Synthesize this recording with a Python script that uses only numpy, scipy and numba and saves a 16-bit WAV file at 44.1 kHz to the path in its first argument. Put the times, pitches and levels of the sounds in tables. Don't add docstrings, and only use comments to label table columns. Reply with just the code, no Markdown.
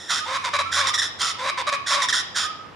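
import sys
import numpy as np
from scipy import signal
from scipy.fft import rfft, irfft
from scipy.io import wavfile
from scipy.ndimage import uniform_filter1d
from numba import njit

SR = 44100
rng = np.random.default_rng(int(sys.argv[2]) if len(sys.argv) > 2 else 0)


def wav_record(signal):
    frames = np.transpose(np.atleast_2d(signal))
    bounded = np.clip(frames, -1, 1)
    quanta = np.round(bounded * 32767).astype(np.int16)
    wavfile.write(sys.argv[1], SR, quanta)


def elevation(decibels):
    levels = np.asarray(decibels, float)
    return 10 ** (levels / 20)


N = 121275
LEFT_RIGHT = np.array([[1], [-1]])


@njit
def moving_bandpass(x, hz, width):
    y, b, l = np.empty(len(x)), 0., 0.
    for i in range(len(x)):
        g, k = np.tan(np.pi * hz[i] / SR), width / hz[i]
        v = (b + g * (x[i] - l)) / (1 + g * (g + k))
        b, l, y[i] = 2 * v - b, l + 2 * g * v, k * v
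    return y


def fixed_bandpass(x, hz, width):
    return moving_bandpass(x, np.full(len(x), 1. * hz), 1. * width)


def unit(x):
    return x / np.sqrt(np.mean(x ** 2))


def walk(rate):
    k = max(int(SR / rate), 1)
    return unit(uniform_filter1d(uniform_filter1d(rng.standard_normal(N), k), k))


def pan(left_minus_right_db):
    return elevation(.5 * LEFT_RIGHT * left_minus_right_db)


def shape(notes, attack_s, attack_share, release_s):
    t, notes = np.arange(N) / SR, np.array(notes)
    current = np.clip(np.searchsorted(notes[:, 0], t) - 1, 0, None)
    row = notes[current].T
    start, length, level, swell = row[:4]
    since = np.maximum(t - start, 0)
    along = np.clip(since / length, 0, 1)
    rise = np.clip(since / (attack_s + attack_share * np.maximum(length - .1, 0)), 0, 1)
    into_release = np.maximum(since - length + release_s, 0)
    gate = rise ** 2 * np.exp(-2 * into_release ** 2 / release_s ** 2)
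    return gate * elevation(level + swell * (along - .5)), row, since, along


def syrinx(hz, rough):
    rough = np.clip(rough, 0, 1)
    jitter = rough * (.05 * walk(80) + .2 * walk(700))
    step = hz * np.clip(1 + jitter, .3, 3) / SR
    phase = np.cumsum(step)
    at = np.flatnonzero(np.diff(np.floor(phase))) + 1
    size = elevation((4.85 * rough * walk(1280))[at])
    late = phase[at] % 1 / step[at]
    pulses = np.zeros(N)
    pulses[at - 1], pulses[at] = size * late, size * (1 - late)
    puffs = unit(np.exp(-(phase % 1) / 0.44) * rng.standard_normal(N))
    return np.sqrt(1 - rough ** 2) * unit(pulses - pulses.mean()) + rough * puffs


def windpipe(low, high, pipe, tuning, throat, lowest_db=0, pan_db=0):
    out = 0
    for k, (hz, width, db, *own_pan_db) in enumerate(pipe):
        centre = hz * tuning * (throat if k == 1 else 1)
        source = low if k < 2 else high
        narrow = moving_bandpass(source, centre, 1. 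* width)
        ring = unit(moving_bandpass(narrow, centre, 3. * width))
        level = elevation(db + (lowest_db if k == 0 else 0))
        out = out + (-1) ** k * level * ring * pan((own_pan_db or [pan_db])[0])
    return out / np.sqrt(uniform_filter1d(np.mean(out ** 2, axis=0), size=600))


# start t/s, length t/s, mid-note level/dB, swell over the note/dB,
# settled throat resonance f/Hz (before wander), mid-note roughness (0-1)
HIGH_CALLS = [(.082, 0.13, -24.5, -10, 1406, 0.81), (.71, .12, -22.5, 0.5, 1459, 0.7),
              (.865, 0.052, -24, -9.5, 1250, 0.69), (.935, 0.035, -20, 4, 1290, 0.7),
              (.974, .038, -18.5, 16, 1366, 0.5), (1.015, .075, -27, -16, 1430, 0.5),
              (1.18, 0.152, -24, -12, 1301, .7), (1.858, 0.11, -23, 4, 1400, 0.67),
              (2.016, 0.051, -24, -11, 1216, 0.7), (2.082, 0.036, -19.5, 4.5, 1350, 0.66),
              (2.123, 0.1, -22, -7.5, 1434, 0.55), (2.338, 0.14, -24, -11.5, 1461, 0.71)]
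# resonance f/Hz, width of the narrower of two filters f/Hz, relative level/dB
HIGH_WINDPIPE = [(1090, 620, -10), (1400, 180, -3), (1887, 175, -7.5), (3395, 644, -1.5), (5310, 740, -1.5),
                 (7034, 560, -9), (8846, 680, -15), (10290, 930, -23), (12900, 3000, -32.5)]


def high_bird():
    pulse_hz = 1880
    onset_sharp, onset_s = 0.096, 0.0041
    throat_sharp, throat_s = .35, .008
    clear_s = .014
    earlier_db, earlier_s = -39, 0.59

    gain, row, since, _ = shape(HIGH_CALLS, attack_s=.005, attack_share=.6, release_s=.022)
    length, throat_hz, rough = row[1], row[4], row[5]
    since = np.where(since > 0, since, 1)
    tuning = (1 + onset_sharp * np.exp(-since / onset_s)) * (1 + .012 * walk(70))
    clear = np.exp(-since / clear_s) + np.exp(-np.maximum(length - since, 0) / (2 * clear_s))
    source = syrinx(pulse_hz * tuning, rough * (1 - .6 * np.minimum(clear, 1)))
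    drop = 1 + throat_sharp * np.exp(-since / throat_s)
    throat = throat_hz / HIGH_WINDPIPE[1][0] * drop * (1 + .035 * walk(45))
    voice = windpipe(source, source, HIGH_WINDPIPE, tuning, throat, pan_db=-4)
    earlier = elevation(earlier_db) * np.exp(-np.arange(N) / SR / earlier_s)
    return (gain + earlier) * voice


# start t/s, length t/s, mid-note level/dB, swell over the note/dB,
# pulse rate at start f/Hz, at end f/Hz, lift of the lowest resonance at mid-note, level/dB
LOW_CALLS = [(.24, .14, -28, 12.5, 425.1, 564, 9), (.434, 0.067, -25.5, -8, 525.5, 467, 1.5),
             (.527, 0.05, -21, -5, 552.6, 548, 8), (.58, 0.048, -21.5, -10, 550.4, 559, 9),
             (.745, 0.16, -24.5, -7, 558.7, 500.6, 4), (1.37, .14, -27, 14.5, 445.9, 570.9, 12.5),
             (1.568, .06, -25, -4, 499.7, 470, 3.5), (1.663, 0.046, -21, -8.5, 548, 552.3, 7.5),
             (1.715, 0.052, -22.5, -13, 552.8, 560, 10.5), (1.88, 0.19, -24.5, -10, 558.9, 496.8, 5)]
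# resonance f/Hz, width of the narrower of two filters f/Hz,
# relative level/dB, left channel minus right level/dB
LOW_WINDPIPE = [(578, 110, -15.5, 1.5), (1039, 233, 1.5, -0.5), (1510, 530, -4, -5), (2280, 280, -7, -6),
                (3170, 680, -10.5, -1), (3840, 213, -6, -4), (4820, 930, -9.5, -3.5),
                (6600, 2100, -15.5, -4.5), (9300, 1520, -20.5, -6), (13200, 5300, -41, -4.5)]


def low_bird():
    tone_rough, rasp_rough = .35, .6
    pitch_arch = .05
    throat_sharp, throat_s = .35, .008

    gain, row, since, along = shape(LOW_CALLS, attack_s=.012, attack_share=.25, release_s=.012)
    start_hz, end_hz, lowest_db = row[4:7]
    arch = np.sin(np.pi * along)
    hz = (start_hz + (end_hz - start_hz) * along) * (1 + pitch_arch * arch)
    tuning = np.sqrt(hz / 555)
    throat = tuning * (1 + throat_sharp * np.exp(-since / throat_s))
    tone, rasp = syrinx(hz, tone_rough), syrinx(hz, rasp_rough)
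    return gain * windpipe(tone, rasp, LOW_WINDPIPE, tuning, throat, lowest_db - 18 * (1 - arch))


# start t/s, length t/s, mid-note level/dB before flicker and pan,
# swell over the note/dB, mean pitch f/Hz
FAR_CALLS = [(.17, 0.24, -39, -16, 1252), (.64, 0.1, -42, 7, 1316), (.885, 0.094, -33.5, -2, 1231),
             (1.24, .13, -38, -10, 1279), (2.39, 0.31, -44, -29, 1247)]


def far_bird():
    flicker_db, pan_db = 5, -10
    gain, row, _, _ = shape(FAR_CALLS, attack_s=.012, attack_share=.25, release_s=.012)
    hz = row[4] * (1 + 0.022 * walk(50))
    tone = np.sqrt(2) * np.sin(2 * np.pi * np.cumsum(hz) / SR)
    return gain * tone * elevation(flicker_db * walk(50)) * pan(pan_db)


def fade(noise, t60):
    dying = noise * elevation(-60 * np.arange(SR) / SR / t60)
    return dying / np.sqrt(np.sum(dying ** 2))


# centre f/Hz, fall by 60 dB t/s, level against the direct sound/dB
TREE_ECHO = [(1086, 0.8, -19.5), (2610, 0.56, -10.5), (4780, 0.59, -17.5), (10000, 0.26, -15)]


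def trees(x):
    twigs_t60_s, twigs_db = 0.08, -3
    sides = []
    for _ in range(2):
        echo = 0
        for hz, t60, db in TREE_ECHO:
            noise = fixed_bandpass(rng.standard_normal(SR), hz, 0.23 * hz)
            echo = echo + elevation(db) * fade(noise, t60)
        bright = np.diff(rng.standard_normal(SR + 2), 2)
        echo = echo + elevation(twigs_db) * fade(bright, twigs_t60_s)
        sides.append(signal.fftconvolve(x, echo)[:N])
    return np.array(sides)


# f/Hz, relative level per Hz/dB
TRAFFIC_SPECTRUM = [(40, -23), (90, -1), (250, -3.5), (1000, -4.5), (3000, -14.5), (15000, -49)]


def traffic():
    level_db = -43.5
    hz = np.arange(N // 2 + 1) * SR / N + 1
    f, db = np.array(TRAFFIC_SPECTRUM).T
    colour = elevation(np.interp(np.log(hz), np.log(f), db))
    mid, side = (irfft(rfft(rng.standard_normal(N)) * colour, N) for _ in range(2))
    return unit(mid + 0.67 * side * LEFT_RIGHT) * elevation(level_db + walk(1))


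# t/s, level before wavering and side gains/dB
HUM_LEVEL = [(0, -76), (0.401, -54.5), (.75, -48), (1.3, -57), (2.75, -62)]


def hum():
    hz = 91 * (1 + 0.025 * walk(5.1))
    tone = np.sqrt(2) * np.sin(2 * np.pi * np.cumsum(hz) / SR)
    level_db = np.interp(np.arange(N) / SR, *np.array(HUM_LEVEL).T) + 0.74 * walk(15)
    return np.array([[1.2], [.8]]) * tone * elevation(level_db)


def scene():
    birds = high_bird() + low_bird() + far_bird()
    return birds + trees(birds.mean(axis=0)) + traffic() + hum()


def roll_off(x):
    return signal.sosfilt(signal.butter(12, 15770, fs=SR, output="sos"), x)


def record(dry):
    return roll_off(dry)


dry = scene()
out = record(dry)
wav_record(out)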